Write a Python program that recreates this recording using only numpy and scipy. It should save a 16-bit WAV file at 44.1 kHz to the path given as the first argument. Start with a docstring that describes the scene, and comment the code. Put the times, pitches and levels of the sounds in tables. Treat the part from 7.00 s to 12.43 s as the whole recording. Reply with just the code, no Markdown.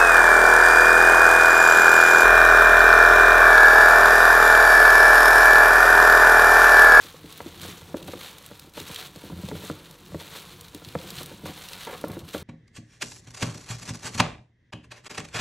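"""Tossing vegetables in a plastic bowl.

A hand in a thin plastic glove tosses starchy vegetable pieces in a bowl on a wooden table.
The pieces knock, tumble and scrape, ringing the bowl wall and thumping the table under it.
The glove's creases rustle and snap. One microphone in a quiet kitchen feeds both channels."""
import sys
import numpy as np
from scipy import signal
from scipy.fft import rfft, irfft, next_fast_len
from scipy.io import wavfile
from scipy.ndimage import map_coordinates

SR = 44100
rng = np.random.default_rng(int(sys.argv[2]) if len(sys.argv) > 2 else 0)


def generate_wav(signal):
    """Clip the signal to [-1, 1] and save it as 16-bit WAV at the path in sys.argv[1]."""
    frames = np.transpose(np.atleast_2d(signal))
    scaled = np.clip(frames, -1, 1) * 32767
    pcm = np.round(scaled).astype(np.int16)
    wavfile.write(sys.argv[1], SR, pcm)


N = 239463
TIME_S = np.arange(N) / SR


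def amp(db):
    return 10 ** (np.asarray(db) / 20)


def unit_rms(x):
    return x / np.sqrt(np.mean(x ** 2) + 1e-20)


def over_log_hz(points, hz):
    point_hz, values = np.transpose(points)
    return np.interp(np.log(hz + 1), np.log(point_hz + 1), values)


def over_time(points):
    return np.interp(TIME_S, *np.transpose(points))


def wobble(knots_per_s):
    """Smooth random curve."""
    knots = rng.standard_normal(int(N * knots_per_s / SR) + 4)
    return map_coordinates(knots, [TIME_S * knots_per_s])


def filtered(x, response):
    size = next_fast_len(len(x) + SR // 4)
    return irfft(rfft(x, size) * response(np.fft.rfftfreq(size, 1 / SR)), size)[:len(x)]


def coloured(x, spectrum):
    """x shaped by a spectrum, at rms 1."""
    return unit_rms(filtered(x, lambda hz: amp(over_log_hz(spectrum, hz))))


def grains(per_s, spread_db):
    """Random impulses of either sign, many small and few large, at rms 1."""
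    chance, size, sign = rng.random((3, N))
    strength = amp(-spread_db * np.log(size + 0.0018))
    return unit_rms((chance < per_s / SR) * strength * np.sign(sign - 0.5))


# (frequency [Hz], density [dB])
HUSH_SPECTRUM = [(15, -34), (25, 23), (157, 7.5), (500, -17), (769, -11), (929, 1), (1870, -16.5),
                 (3880, -44), (5090, -14), (13400, -52), (15800, -40)]
def kitchen_hush():
    """Steady background noise, mostly low rumble."""
    return amp(-54) * coloured(rng.standard_normal(N), HUSH_SPECTRUM)


# (frequency [Hz], t60 [s])
KITCHEN_DECAY = [(100, 0.62), (1000, 1), (10000, 0.37)]
def kitchen_reverb(x):
    """Each frequency of the room's echo dies at its own rate."""
    hz, t, spectra = signal.stft(rng.standard_normal(SR // 2), SR, nperseg=256)
    decay = amp(-60 * t / over_log_hz(KITCHEN_DECAY, hz)[:, None])
    tail = signal.istft(spectra * decay, SR, nperseg=256)[1]
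    return signal.fftconvolve(np.pad(x, (300, 0)), tail / np.linalg.norm(tail))[:N]


# Slow hand strokes: (time [s], level [dB])
STROKES = [(0, -48.5), (.07, -48), (.15, -53), (.28, -55), (.36, -51), (.51, -52), (.6, -51), (.64, -43),
           (.72, -45.5), (.86, -56.5), (1.06, -57), (1.17, -52), (1.25, -43), (1.36, -52.5), (1.63, -56),
           (1.74, -65.5), (1.84, -52), (1.91, -43), (2.03, -42.5), (2.12, -57), (2.27, -50.5), (2.36, -54),
           (2.5, -49), (2.68, -46), (2.75, -53), (3, -57), (3.19, -53), (3.3, -48.5), (3.36, -43),
           (3.43, -50), (3.72, -56.5), (3.9, -52.5), (4.1, -47.5), (4.19, -44.5), (4.3, -50.5),
           (4.43, -56.5), (4.53, -52.5), (4.58, -46.5), (4.74, -46.5), (4.8, -46.5), (4.95, -48),
           (5.06, -56), (5.13, -52.5), (5.23, -58.5), (5.43, -57)]
# Sudden grabs: (time [s], level [dB])
GRABS = [(0.303, -57), (0.539, -63), (.97, -50.5), (1.081, -49), (1.754, -45), (1.775, -42.5), (2.859, -62),
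         (3.208, -46.5), (4.462, -43.5), (5.283, -48.5), (5.341, -43)]
def hand_motion_db(rise_s=0.012, fade_s=0.033):
    """Rustle level: the glove flexes with each stroke and crumples at each grab."""
    grab_s, grab_db = np.transpose(GRABS)[:, :, None]
    age_s = TIME_S - grab_s
    envelopes = np.where(age_s < 0, np.clip(1 + age_s / rise_s, 0, 1), np.exp(-np.abs(age_s) / fade_s))
    return 20 * np.log10(amp(over_time(STROKES)) + (amp(grab_db) * envelopes).sum(0))


def crinkle(spectrum, creases, tick_t60_s=0.0012):
    """The film hisses, with sparse ticks of its own."""
    tick = amp(-60 * np.arange(SR // 100) / SR / tick_t60_s)
    ticks = unit_rms(np.convolve(np.abs(grains(130, spread_db=0.2)), tick)[:N])
    hiss = (1 + 0.77 * ticks) * rng.standard_normal(N)
    return coloured(hiss + 0.7 * creases, spectrum)


# Glove midrange, treble and top treble: (frequency [Hz], density [dB])
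RUSTLE_SPECTRUM = [(500, -14), (950, -4.5), (1400, -2), (1900, -4.5), (2700, -2.5), (3750, 0), (4300, -2.5),
                   (4900, -14), (7000, -43)]
FILM_SPECTRUM = [(1500, -29), (4500, -5.5), (6000, -0.5), (8500, -2), (10000, -19)]
SHEEN_SPECTRUM = [(7000, -49), (9000, -0.5), (11000, 0.5), (14000, 0), (16000, -4.5)]
def glove_rustle(hand_db):
    """Dense small creases come in clumps; the treble grows a little less than the midrange."""
    treble_db = hand_db - 2.5 - 0.092 * (hand_db - hand_db.mean())
    clumps = amp(1.38 * wobble(40) + 1.18 * wobble(180))
    creases = grains(5000, spread_db=4) + 0.8 * rng.standard_normal(N)
    midrange = coloured(creases, RUSTLE_SPECTRUM)
    treble = crinkle(FILM_SPECTRUM, creases) + 0.99 * crinkle(SHEEN_SPECTRUM, creases)
    return amp(hand_db) * unit_rms(clumps * midrange) + amp(treble_db) * unit_rms(clumps * treble)


# Lowest band of a snap: (frequency [Hz], density [dB])
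SNAP_LOW_SPECTRUM = [(1500, -20), (2600, -7.5), (3800, 1), (4600, -7), (6500, -24)]
# (time [s], peak [dB], sheen gain [dB])
SNAPS = [(0.3237, -29.5, -13), (0.375, -33.5, -2), (0.5744, -39, -17), (0.6148, -27.5, -12),
         (1.0261, -31.5, -18), (1.075, -32, -7), (1.1183, -34.5, -27), (1.3823, -33.5, -11),
         (1.4612, -29, -8), (1.5944, -29.5, -11), (1.6616, -46, -15), (1.694, -42, -8), (1.736, -37, -12),
         (1.7998, -25, -14), (1.8746, -35, -22), (1.944, -27, -10), (1.9592, -23, -20), (1.9964, -31, -18),
         (2.0685, -34.5, -8), (2.159, -32, -15), (2.486, -29, -17), (2.6065, -35, -20),
         (2.8562, -36.5, -24), (2.9093, -34, -11.5), (3.2056, -45, -6), (3.6087, -32, -9),
         (3.6816, -34, -16.5), (3.7459, -28.5, -12.5), (3.8467, -29.5, -18), (3.8861, -32.5, -15),
         (3.9868, -32.5, -33), (4.0735, -33, -13), (4.1032, -26, -11), (4.1835, -26.5, -31),
         (4.2299, -28, -7), (4.2587, -30, -8), (4.6857, -27.5, -14), (4.7317, -26.5, -17),
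         (4.8482, -29.5, -12), (5.0116, -33, -7), (5.0814, -30, -3), (5.1158, -33, -10),
         (5.1905, -33.5, -12), (5.2866, -32, -21), (5.3784, -30.5, -14)]
def glove_snaps(rise_s=0.005):
    """Large creases snap in short bursts; the less sheen, the stronger the low band."""
    out = np.zeros(N)
    t = np.arange(SR // 50) / SR
    envelope = amp(-60 * np.abs(t - rise_s) / np.where(t < rise_s, 0.004, 0.02))
    spectra = SNAP_LOW_SPECTRUM, FILM_SPECTRUM, SHEEN_SPECTRUM
    for time_s, peak_db, sheen_db in SNAPS:
        puff = rng.standard_normal(len(t)) * envelope
        bands = np.array([coloured(puff, spectrum) for spectrum in spectra])
        bands /= np.abs(bands).max(axis=1)[:, None]
        low_db = -13.5 - 1.14 * (sheen_db + 17.5)
        burst = amp([low_db, -23, sheen_db - 10]) @ bands
        start = round((time_s - 0.0035) * SR)
        out[start:][:len(t)] += amp(peak_db) * burst[:N - start] / np.abs(burst).max()
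    return out


# Modes of table and bowl: (frequency [Hz], level [dB], t60 [s])
MODES = [(85.4, -7, 0.14), (123, -11, 0.086), (158, -3.5, 0.097), (190.3, -9, 0.1), (275, -9, 0.08),
         (316.8, -2.5, 0.09), (351, -3, 0.063), (422, -7, 0.087), (496.6, -5, 0.052), (559, -4.5, 0.041),
         (617.5, -3.5, 0.022), (728.3, -7, 0.024), (861, -11.5, 0.027), (958, -4.5, 0.02),
         (1142, -10, 0.023), (1363, -4.5, 0.013), (1632, -6, 0.0098), (1970, -10, 0.013),
         (2345, -20.5, 0.018), (2930, -15.5, 0.0076)]
# Top of each part's modes, edge above: (table [Hz], lower wall [Hz], upper wall [Hz])
PART_TOP_HZ = [220, 450, 700]
def bowl_ring(part_db, scatter_db, detune, rise_cycles=0.43):
    """Modes ring after one blow; part_db weights table, lower wall, upper wall and edge."""
    t = np.arange(SR // 6) / SR
    hz, mode_db, t60_s = np.transpose(MODES)[:, :, None]
    part = np.searchsorted(PART_TOP_HZ, hz)
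    level_draw, pitch_draw = rng.standard_normal((2, len(MODES), 1))
    level_db = mode_db + np.asarray(part_db)[part] + scatter_db * level_draw
    envelope = amp(level_db - 60 * t / t60_s) * (1 - np.exp(-t * hz / rise_cycles))
    # Neighbouring table modes swing against each other, leaving little below the lowest.
    polarity = np.where(part == 0, (-1.0) ** np.arange(len(MODES))[:, None], 1)
    return (polarity * envelope * np.sin(2 * np.pi * hz * (1 + detune * pitch_draw) * t)).sum(0)


def shaken_bowl(force, part_db):
    """Small blows drive the bowl; the heap shifts, so three tunings take turns."""
    heap_position = np.clip(1 + 1.26 * wobble(7), 0, 2)
    out = np.zeros(N)
    for tuning in range(3):
        ring = bowl_ring(part_db, scatter_db=1.23, detune=0.046)
        crossfade = np.sqrt(np.clip(1 - np.abs(heap_position - tuning), 0, 1))
        out += signal.fftconvolve(force * crossfade, ring / np.linalg.norm(ring))[:N]
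    return out


# Hard drags: (start [s], length [s], gain [dB], extra upper wall gain [dB])
SCRAPES = [(0.888, 0.048, -53.5, -3), (1.076, 0.019, -43, 14), (1.769, 0.017, -47, 18),
           (3.203, 0.018, -43, -22), (4.441, 0.079, -41, -3), (4.865, 0.059, -31, -2.5),
           (4.926, 0.0348, -34, -1), (5.05, 0.09, -45, -26), (5.332, 0.04, -45, 22.5)]
def sliding(hand_db):
    """Pieces chatter on upper wall and edge, following the hand and swelling when dragged hard."""
    slide_db = -58 + 0.53 * (hand_db - hand_db.mean())
    start_s, length_s, drag_db, upper_db = np.transpose(SCRAPES)
    progress = (TIME_S - start_s[:, None]) / length_s[:, None]
    drags = np.clip(1 - (2 * progress - 1) ** 4, 0, 1)
    slips = amp(1.8 * wobble(60)) * grains(2500, spread_db=4)
    edge = (amp(slide_db) + amp(drag_db - 6) @ drags) * slips
    upper_wall = (amp(slide_db - 8) + amp(drag_db + upper_db - 13) @ drags) * slips
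    return shaken_bowl(edge, [-56, -26.5, -11, 0]) + shaken_bowl(upper_wall, [-52, -27.5, 4.5, -9.5])


# Tumbling strength: (time [s], level [dB])
TUMBLE = [(0.0, -54), (1.07, -51.5), (1.24, -58), (1.54, -57), (1.89, -54), (2.22, -53), (2.42, -49.5),
          (2.55, -44.5), (2.86, -60.5), (3.18, -52.5), (3.69, -58.5), (3.96, -50), (4.46, -48.5),
          (4.61, -56.5), (4.9, -56.5), (5.07, -43.5), (5.32, -56), (5.43, -35)]
def tumbling():
    """Pieces roll over each other; their soft bumps shake table and lower wall."""
    force_db = over_time(TUMBLE) + 1 + 2 * wobble(12)
    bumps = amp(force_db) * grains(900, spread_db=2)
    return shaken_bowl(bumps, [3, -7, -16, -39])


# Base balance of a knock: (table [dB], lower wall [dB], upper wall [dB], edge [dB])
KNOCK_PART_DB = [-1.5, -3.5, 0.5, 0.5]
# Tilt per hardness step: (lower wall [dB], upper wall [dB], edge [dB])
HARDNESS_TILT_DB = [-11, 4, 10]
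# (time [s], gain [dB], table gain [dB], hardness [about 1 soft to 3 hard])
KNOCKS = [(0.045, -34, -43, 2.3), (0.141, -38, -8, 2.4), (0.24, -33, 1.5, 1.34), (0.402, -23, -12, 2.83),
          (0.459, -24.5, -10, 0.88), (0.648, -34.5, -0.5, 2.24), (0.684, -34, 1.5, 1.84),
          (0.815, -38, 9, 2.34), (0.941, -17.5, -18, 1.86), (1.015, -30.5, -6.5, 1.66),
          (1.081, -32, 3, 2.4), (1.088, -33, -13, 1.6), (1.133, -22.5, -15.1, 2.6), (1.15, -30.5, -1, 1.2),
          (1.511, -32.5, -2.4, 2.36), (1.644, -43, 0, 1.7), (1.671, -37, 0, 1.2),
          (1.774, -28.5, -7.4, 2.23), (1.805, -29, -2.3, 0.72), (1.896, -31, 3, 2.28), (2.157, -33, 1, 1.8),
          (2.236, -32.5, 1, 1.75), (2.26, -37.5, -9, 1.9), (2.298, -30.5, 1.5, 1.9), (2.316, -33, 8, 1.9),
          (2.327, -34, 8, 2.2), (2.362, -37, 12.5, 1.5), (2.385, -36, 9, 1.6), (2.432, -32, 12.5, 1.76),
          (2.484, -29.5, -1, 2.8), (2.512, -23, -5, 2.3), (2.519, -23.5, -1, 1.43), (2.536, -31.9, 8, 1.2),
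          (2.55, -31.5, 1, 2.14), (2.635, -32, -19, 1.7), (2.697, -20.5, -2, 2.12), (3.097, -45, 13, 1.3),
          (3.118, -35.5, 9, 2.5), (3.143, -24.5, 4.5, 1.96), (3.745, -30.5, -5, 1.1),
          (3.817, -39.5, -1.7, 2.24), (3.86, -36, 5, 1.2), (3.913, -47, -5, 1.6), (3.95, -14, -7, 2.55),
          (4.038, -33.5, -6, 2.26), (4.208, -28, -17, 2.36), (4.313, -34, -4, 2.03),
          (4.433, -29, 3.5, 1.27), (4.456, -24.5, -9.0, 2.35), (4.49, -31, 2.3, 1.4),
          (5.038, -18.4, -20, 2.04), (5.095, -25.5, -2, 1.5), (5.166, -28.5, -4, 1.78),
          (5.22, -37.5, 6, 1.6), (5.345, -19, -8, 2.25)]
def knocks():
    """Pieces strike the bowl: hard ones bring out the edge, soft ones stay longer and round the blow."""
    out = np.zeros(N + SR)
    for time_s, gain_db, table_db, hardness in KNOCKS:
        contact_s = min(0.00055 * amp(-3.5 * (hardness - 1.5)), 0.003)
        pulse = np.hanning(3 + round(contact_s * SR))
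        wall_db = np.multiply(HARDNESS_TILT_DB, hardness - 2)
        part_db = np.add(KNOCK_PART_DB, [table_db, *(wall_db - wall_db.max())])
        ring = bowl_ring(part_db, scatter_db=2.57, detune=0.032)
        blow = signal.fftconvolve(ring, pulse / pulse.sum())
        out[round((time_s + 0.0024) * SR):][:len(blow)] += amp(gain_db) * blow
    return out[:N]


def scene():
    """Bowl and glove close by, their echo and the kitchen's hush."""
    hand_db = hand_motion_db()
    direct = knocks() + tumbling() + sliding(hand_db) + glove_rustle(hand_db) + glove_snaps()
    mono = direct + kitchen_hush() + amp(-15.5) * kitchen_reverb(direct)
    return np.tile(mono, (2, 1))


def record(dry, bass_cut_hz=40, top_hz=15800):
    """The microphone drops the deepest bass; the recorder keeps nothing above its band limit."""
    def response(hz):
        return (1j * hz / (bass_cut_hz + 1j * hz)) ** 3 * (hz < top_hz)
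    return np.array([filtered(channel, response) for channel in dry])


dry = scene()
out = record(dry)
generate_wav(out)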